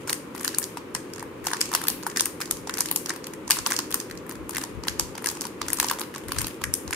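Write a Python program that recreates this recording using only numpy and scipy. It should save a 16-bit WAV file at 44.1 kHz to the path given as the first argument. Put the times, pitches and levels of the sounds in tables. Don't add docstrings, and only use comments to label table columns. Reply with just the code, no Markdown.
import sys
import numpy as np
from scipy import signal
from scipy.fft import rfft, irfft, next_fast_len
from scipy.io import wavfile
from scipy.ndimage import uniform_filter1d, map_coordinates

SR = 44100
rng = np.random.default_rng(int(sys.argv[2]) if len(sys.argv) > 2 else 0)


def unload_audio(sound):
    columns = np.transpose(np.atleast_2d(sound))
    steps = np.round(np.clip(columns, -1, 1) * 32767)
    wavfile.write(sys.argv[1], SR, steps.astype(np.int16))


N = 306495


def amp(db):
    return 10 ** (np.asarray(db) / 20)


def unit(x):
    return x / np.sqrt(np.mean(x ** 2) + 1e-20)


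def along(points, hz):
    point_hz, value = np.transpose(points)
    return np.interp(np.log(hz + 1), np.log(point_hz + 1), value)


def wobble(rate):
    knots = rng.standard_normal(int(N * rate / SR) + 4)
    return map_coordinates(knots, [np.arange(N) * rate / SR])


def filtered(x, response):
    size = next_fast_len(N + SR // 2)
    return irfft(rfft(x, size) * response(np.fft.rfftfreq(size, 1 / SR)), size)[..., :N]


def swells(rows, rise_db_s, fall_db_s):
    hop = 64
    peak_s, peak_db = np.transpose(rows)[:, :, None]
    late = np.arange(0, N + hop, hop) / SR - peak_s
    drop_db = np.where(late < 0, -rise_db_s * late, fall_db_s * late)
    power = amp(2 * (peak_db - drop_db)).sum(0)
    return np.interp(np.arange(N), np.arange(len(power)) * hop, 10 * np.log10(power + 1e-12))


# frequency in Hz, relative level in dB per Hz.
FAN_COLOUR = [(25, -36), (60, -17.5), (120, -8), (240, -4), (316, 0), (400, -3.5), (530, -6.5), (660, -19),
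              (1050, -13), (1400, -18.5), (1750, -21.5), (2400, -22.5), (4400, -35.5), (16000, -44.5)]
# frequency in Hz, likeness (1 the same, 0 unrelated).
FAN_LIKENESS = [(60, 1), (130, 0.83), (300, 0.99), (520, 0.67), (750, 0), (1200, 0.39), (2500, 0),
                (15000, 0.3)]


def fan():
    level_db, drift_db, drift_rate = -38, 0.067, 1.42

    def shared_and_opposite(hz):
        angle = np.arccos(np.clip(along(FAN_LIKENESS, hz), -1, 1)) / 2
        return amp(along(FAN_COLOUR, hz)) * [np.cos(angle), np.sin(angle)]

    mid, side = filtered(rng.standard_normal((2, N)), shared_and_opposite)
    return amp(level_db + drift_db * wobble(drift_rate)) * unit(np.array([mid + side, mid - side]))


# frequency in Hz, relative level in dB per Hz.
BUFFET_COLOUR = [(15, -63), (40, -7), (70, -3.5), (130, -7), (260, -25), (500, -75)]
# peak in seconds, level in dB before each port's own gain.
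GUSTS = [(.97, -57), (1.24, -52), (1.43, -50), (1.78, -58), (1.92, -51), (2.24, -59), (2.54, -46),
         (2.63, -52), (2.72, -57), (3.5, -54), (3.61, -44), (3.93, -50), (4.14, -50), (4.38, -49),
         (4.42, -41.5), (4.57, -46), (4.78, -35), (4.91, -40), (4.98, -45), (5.03, -38.5), (5.1, -46),
         (5.3, -56), (5.4, -57), (5.64, -48), (5.7, -47), (5.8, -49), (5.94, -53), (6.29, -42),
         (6.39, -31.5), (6.45, -38), (6.65, -41), (6.69, -35.5), (6.89, -38.5)]


def draught():
    rise_db_s, fall_db_s = 330, 298
    stir_db, stir_swing_db, stir_rate = -68.5, 5, 9
    rumble = filtered(rng.standard_normal((2, N)), lambda hz: amp(along(BUFFET_COLOUR, hz)))
    swing = np.sqrt(np.abs(uniform_filter1d(rumble ** 2, size=SR // 40)) + 1e-12)
    stir = amp(stir_db + stir_swing_db * wobble(stir_rate))
    strength = amp(swells(GUSTS, rise_db_s, fall_db_s)) + stir
    port_gain = amp([[6], [-14]])
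    gusts = port_gain * strength * rumble / swing
    return filtered(gusts, lambda hz: amp(0.063 * along(BUFFET_COLOUR, hz)))


# moment of fastest sliding in seconds, level of the rub in dB.
TURNS = [(0, -50), (.41, -51), (.52, -44), (.74, -55.5), (1.12, -55), (1.44, -61), (1.62, -43), (1.77, -46),
         (1.95, -48), (2.2, -54.5), (2.42, -59), (2.74, -51.5), (2.86, -48.5), (3.12, -56), (3.55, -50),
         (3.69, -46), (3.9, -56), (4.3, -61), (4.55, -56), (4.67, -52), (5.08, -59), (5.3, -44.5),
         (5.69, -49), (5.83, -40), (6.0, -53.5), (6.17, -50), (6.41, -39.5), (6.74, -52.5), (6.95, -48)]


def sliding_level():
    return swells(TURNS, rise_db_s=110, fall_db_s=89.5)


# frequency in Hz, relative level in dB per Hz.
SCRAPE_COLOUR = [(500, -40), (800, -13), (1100, -21), (1700, 0), (2800, 5.5), (4500, -6.5), (8000, -3.5),
                 (12000, -6), (16000, -44)]


def sliding():
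    catches_per_s, catch_spread_db, catch_fade_s = 300, 5, 0.013
    catches = (rng.random(N) < catches_per_s / SR) * amp(rng.normal(0, catch_spread_db, N))
    fade = amp(-60 * np.arange(SR // 50) / SR / catch_fade_s)
    bursts = signal.fftconvolve(catches, fade)[:N]
    grains = (unit(bursts) + 0.92) * rng.standard_normal((2, N))
    scrape = filtered(grains, lambda hz: amp(along(SCRAPE_COLOUR, hz)))
    return amp(sliding_level()) * unit(scrape)


# lag after its snap in seconds, then crack, knock, brightness and upper tone
# on the relative dB scales of the snap table.
TICK_MEAN = [.004, -32.5, -36, 1, 0.5]
TICK_SPREAD = [.02, 4.2, 2.8, 3.3, 5.6]


def ticks():
    hardens = 0.18
    vary = np.multiply(TICK_SPREAD, rng.standard_normal((len(SNAPS), 5)))
    lag_s, *levels = np.transpose(TICK_MEAN + vary)
    s = np.clip(np.transpose(SNAPS)[0] + lag_s, .01, N / SR - .001)
    slide_db = sliding_level()[(s * SR).astype(int)]
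    effort_db = hardens * (slide_db - slide_db.mean())
    louder = np.outer(effort_db, [1, 1, 0, 0])
    return list(np.column_stack([s, np.transpose(levels) + louder]))


# frequency in Hz before random detuning, width in Hz,
# relative strength in dB.
SHELL = [(981, 217, 9), (1720, 420, -4.5), (2900, 1080, 13.5), (3700, 3900, 4), (4330, 1810, 16.5),
         (5850, 4150, 17.5), (8980, 1000, 14), (8800, 470, 13), (11140, 4000, 12.5), (15500, 380, -30)]


def shell_ring(f, bright_db, upper_db):
    hz, width, level_db = np.transpose(SHELL)[:, :, None]
    low = hz[:, 0] < 2300
    detune = 1 + rng.normal(0, .04, hz.shape)
    scatter_db = rng.normal(0, 2.5, hz.shape)
    bright_tint_db = 3 * bright_db * (hz > 7500)
    upper_tint_db = 7.4 * upper_db * (hz > 1400) * low[:, None]
    strength = amp(level_db + scatter_db + bright_tint_db + upper_tint_db)
    signs = (-1.) ** np.arange(len(hz))[:, None]
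    ring = strength * 1j * f * width / ((hz * detune) ** 2 - f ** 2 + 1j * f * width) * signs
    return ring[~low].sum(0), ring[low].sum(0)


def contacts(t, crack_db, knock_db):
    noise = rng.standard_normal((5, len(t)))
    after = np.maximum(t, 0)
    approach = amp(-26) * np.exp(np.minimum(t, 0) / 0.0041) * (t < .001)
    stretch_db = 0.12 * (knock_db - crack_db + 10.5) - 0.59 * max(crack_db + 12.5, 0)
    age = after / amp(np.clip(stretch_db, -7, 5))
    onset = 1 - np.exp(-(age / 0.0011) ** 2)
    fade = amp(-60 * age / 0.0098) + 0.24 * amp(-60 * after / 0.019)
    chatter = (approach * amp(min(stretch_db, 0)) + onset * fade) * noise[:3]
    push = 6 * (t == 0) + (t > 0) * amp(-60 * after / 0.02) * (noise[4] + 0.82 * noise[1:4])
    chatter[2] = push[2] = t == 0
    return chatter, push


SNAPS = [(0.0742, -26, -30, 2, -7), (0.0802, -28, -30, 2, 1), (0.095, -14, -22.5, -13, 13),
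         (.102, -19, -24.5, 3, -10), (0.1286, -12, -25, 0.5, 11), (0.3489, -31.5, -29.5, 1, -2.5),
         (0.378, -30, -33.5, -0.5, -12), (0.395, -29, -47, -1, 6), (0.431, -28, -39, 3, 7),
         (0.4462, -14, -31, 0.5, 1), (0.4532, -26, -25, -3, 10), (.4775, -13, -25, -9, 0.5),
         (0.546, -19.5, -51, -1.5, 5), (.5845, -7, -28.5, 12, -1.5), (0.6273, -22, -37, -1, 1),
         (0.6401, -19.5, -41, -1, 1), (0.7713, -28, -24, -1.5, -13), (0.9487, -15, -26, 0.5, 0),
         (0.9517, -38, -25, 10, 16), (1.135, -26.5, -41, -6, 8), (1.1806, -33.5, -34.5, -1.5, 0.5),
         (1.2261, -31.5, -26, 2, 1), (1.4495, -32, -33, 0.5, 1.5), (1.4684, -12.5, -19, -9, -13),
         (1.4838, -25, -26, 3, 6), (1.514, -26, -23.5, 2, 2), (1.5327, -14.5, -17, 0.5, 1.5),
         (1.5425, -44, -25.5, -7, 0), (1.608, -15, -37, 3, -3), (1.6125, -7.5, -25, 0.5, 1.5),
         (1.656, -25, -46, -21, 17), (1.716, -26, -25.5, 1, -3), (1.7292, -25, -23, 8, -6),
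         (1.7369, -14.5, -22, -2, -1), (1.7493, -8.5, -15, -0.5, -1.5), (1.7543, -16.5, -26, 4, 9),
         (1.815, -24, -29, 3, 6), (1.8381, -21, -28, 0.5, -9), (1.8698, -20.5, -27, 0.5, 10),
         (1.8826, -5.5, -26, 3, 1.5), (1.9003, -17.5, -31, 1.5, -1), (2.0326, -28, -33, -2, 1),
         (2.0656, -20, -17, 1.5, 1.5), (2.099, -27.5, -37, 1, 10), (2.161, -20, -23, -12, 12),
         (2.171, -11.5, -22, -0.5, 15), (2.1787, -23, -28, 7, 11), (2.196, -11, -27, -15, 4),
         (2.207, -7, -22, 1, 1), (2.256, -12, -33, 1, 2), (2.4037, -26, -27.5, 2, -9),
         (2.4126, -19.5, -26, 0.5, 3), (2.4178, -20, -26.5, -10, 9), (2.456, -26.5, -47, -3, 7),
         (2.51, -10, -25.5, 1.5, -10), (2.672, -26, -28, 0.5, -13), (2.695, -27, -19.5, -1, 3),
         (2.739, -18, -33, -3, 7), (2.771, -22, -29.5, 1, 5), (2.782, -19, -31, -1, 7),
         (2.7874, -19, -29, 8, -12), (2.806, -8, -24.5, 0.5, -10), (2.858, -19.5, -38, 1.5, -2),
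         (2.886, -24, -40, 0, -5), (2.9126, -10.5, -26, 3.5, -20), (2.9603, -8.5, -28, 1, -4),
         (3.059, -19.5, -34, -15, -9), (3.0939, -15.5, -29, -1, -6.5), (3.1032, -21, -19.5, -1, 1.5),
         (3.161, -29.5, -32, 1, -6), (3.268, -24.5, -34.5, 0, -6), (3.335, -31, -35.5, 1, 2),
         (3.501, -16, -20.5, 3, -6), (3.5069, -0.5, -16.5, 0.5, 1.5), (3.5159, -9.5, -25, -17, 8),
         (3.5683, -23, -27, 3, 2), (3.587, -16.5, -25, 1, 1), (3.6625, -11.5, -18, -13, -5),
         (3.6694, -15, -22, 13, 1.5), (3.704, -19, -25, 12, 12), (3.71, -20, -24.5, -9, -15),
         (3.7194, -14.5, -17, -2, 2.5), (3.7306, -21, -43, 1, 0), (3.737, -29, -29, 4, 6),
         (3.764, -13.5, -44, -1.5, -1), (3.789, -11.5, -21.5, -13, 1.5), (3.906, -27, -39, 2, 1),
         (3.913, -23, -34, 0.5, 2), (3.9244, -21, -35, -1, 6), (3.9422, -9.5, -23, 1.5, 2),
         (4.0004, -18.5, -36, -5, 6), (4.111, -28.5, -31, 1.5, 11), (4.1742, -30.5, -48, -1, 8),
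         (4.2934, -25.5, -32.5, 2.5, -10), (4.311, -30, -34.5, -1, 7), (4.3216, -32, -34, 2.5, -8),
         (4.493, -21.5, -29.5, 2, -9), (4.5482, -23.5, -30.5, 1, 2.5), (4.558, -23, -30, -2, 9),
         (4.5678, -19.5, -20.5, 2.5, 13), (4.5815, -18, -27, 1.5, 0.5), (4.6144, -27, -31, 1, 3),
         (4.637, -21, -28.5, 1, -11), (4.8513, -38, -37, -8, 5), (4.8704, -31, -26, 4, -8),
         (4.8822, -11.5, -20, 0.5, 8), (4.9957, -8.5, -22, 1.5, -7), (5.1523, -30, -32, -13, -1.5),
         (5.1793, -28.5, -28, -4, -9), (5.2426, -22.5, -26, 1.5, -10), (5.259, -13.5, -22, 2.5, 10),
         (5.27, -14.5, -24, -11, -0.5), (5.2872, -14.5, -37, -14, 1), (5.299, -23, -46, 1, -5),
         (5.351, -29, -38, 2.5, -1), (5.409, -18.5, -39, 0, -9), (5.417, -20, -29.5, 1, -5),
         (5.4518, -23.5, -26.5, 0.5, -1), (5.468, -26.5, -46, 2, -8), (5.6153, -19, -19.5, -2, -23),
         (5.6829, -17.5, -26.5, -10, 1), (5.702, -21, -27, 1, 2), (5.731, -9.5, -32, 2, 2),
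         (5.7713, -23, -41, 2, -1), (5.786, -22, -27, 2, 0), (5.7993, -6.5, -17.5, 0, 1.5),
         (5.828, -17.5, -21, 1, -8), (5.8439, -17, -20, -0.5, -8), (5.8847, -16, -36, -8, -4),
         (5.898, -16, -23.5, -8, 4), (5.9118, -15, -15, 1, 0), (5.9351, -30, -34, 1, -2),
         (5.995, -21.5, -37, 0.5, 9), (6.008, -23, -29, 2, -5), (6.0135, -20, -27, 1, 0),
         (6.148, -29, -33, -2.5, 6), (6.1597, -26.5, -29, -0.5, -21), (6.2914, -34, -31, -1, 1),
         (6.3193, -16.5, -22.5, 2, 0), (6.3654, -36, -28, -7, -13), (6.3852, -12, -25.5, 1.5, 10),
         (6.393, -22, -32, 2, 1), (6.4153, -17, -29, 3, -3), (6.444, -20, -29, -8, -1),
         (6.468, -19, -32, -0.5, -2), (6.6167, -31, -29, -0.5, -12), (6.639, -16.5, -17, 0.5, 2.5),
         (6.7387, -8.5, -38, 1, 8), (6.9076, -23.5, -28, 1.5, 1.5), (6.9281, -24.5, -19, -1, 10),
         (6.932, -19, -22.5, 0, 2)]


def snaps():
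    out, size, lead = np.zeros((3, N + SR)), 2048, 300
    t, f = (np.arange(size) - lead) / SR, np.fft.rfftfreq(size, 1 / SR)
    low_cut = f ** 2 / (f + 700 / 1j) ** 2
    for s, crack_db, knock_db, bright_db, upper_db in SNAPS + ticks():
        chatter, push = contacts(t, crack_db, knock_db)
        crack_ring, knock_ring = shell_ring(f, bright_db, upper_db)
        crack = irfft(rfft(chatter) * crack_ring)
        knock = irfft(rfft(push) * knock_ring * low_cut)
        blow = amp(crack_db - 17.0) * crack / crack.std(1)[:, None]
        blow += amp(knock_db - 14.0) * knock / knock.std(1)[:, None]
        out[:, round(s * SR) - lead:][:, :size] += blow
    return out[:, :N]


# frequency in Hz, time to fade by 60 dB in seconds.
ROOM_FADE = [(500, 0.43), (2000, 0.45), (6000, 0.34), (15000, 0.33)]


def room(x, piece_s=.15):
    wall_s, wall_db, wall_width_s = 0.01373, 10.5, 0.00091
    out, step, t = np.zeros((2, N + 2 * SR)), int(piece_s * SR), np.arange(SR // 2) / SR
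    arrival = np.clip(t / .007, 0, 1)
    onset = arrival * amp(wall_db * np.exp(-((t - wall_s) / wall_width_s) ** 2))
    for start in range(0, N, step):
        hz, frames, z = signal.stft(rng.standard_normal((2, SR // 2)), SR, nperseg=256)
        fade = amp(-60 * frames / along(ROOM_FADE, hz)[:, None])
        tail = onset * signal.istft(z * fade, SR, nperseg=256)[1][:, :len(t)]
        wet = signal.fftconvolve(x[None, start:start + step], tail / np.linalg.norm(tail[0]), axes=1)
        out[:, start:][:, :wet.shape[1]] += wet
    return out[:, :N]


def scene():
    cube = snaps()
    return fan() + draught() + sliding() + amp(-8.5) * room(cube[2]) + cube[:2]


# frequency in Hz, left minus right in dB.
PORT_COLOUR = [(200, 0), (700, 2), (1300, -0.5), (2400, 4.5), (4200, -4), (5500, 0), (7000, -10.5),
               (8500, 9), (10000, 8), (12000, 10.5), (15000, 2.5)]
# frequency in Hz, gain in dB.
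TREBLE = [(15600, -1), (16000, -31), (16900, -24)]


def record(dry):
    top_hz, ceiling = 16950, .82
    half_each = np.array([[.5], [-.5]])
    ports = filtered(dry, lambda hz: amp(half_each * along(PORT_COLOUR, hz)))
    squeezed = ports / (1 + np.abs(ports / ceiling) ** 8) ** (1 / 8)
    return filtered(squeezed, lambda hz: amp(along(TREBLE, hz)) * (hz < top_hz))


dry = scene()
out = record(dry)
unload_audio(out)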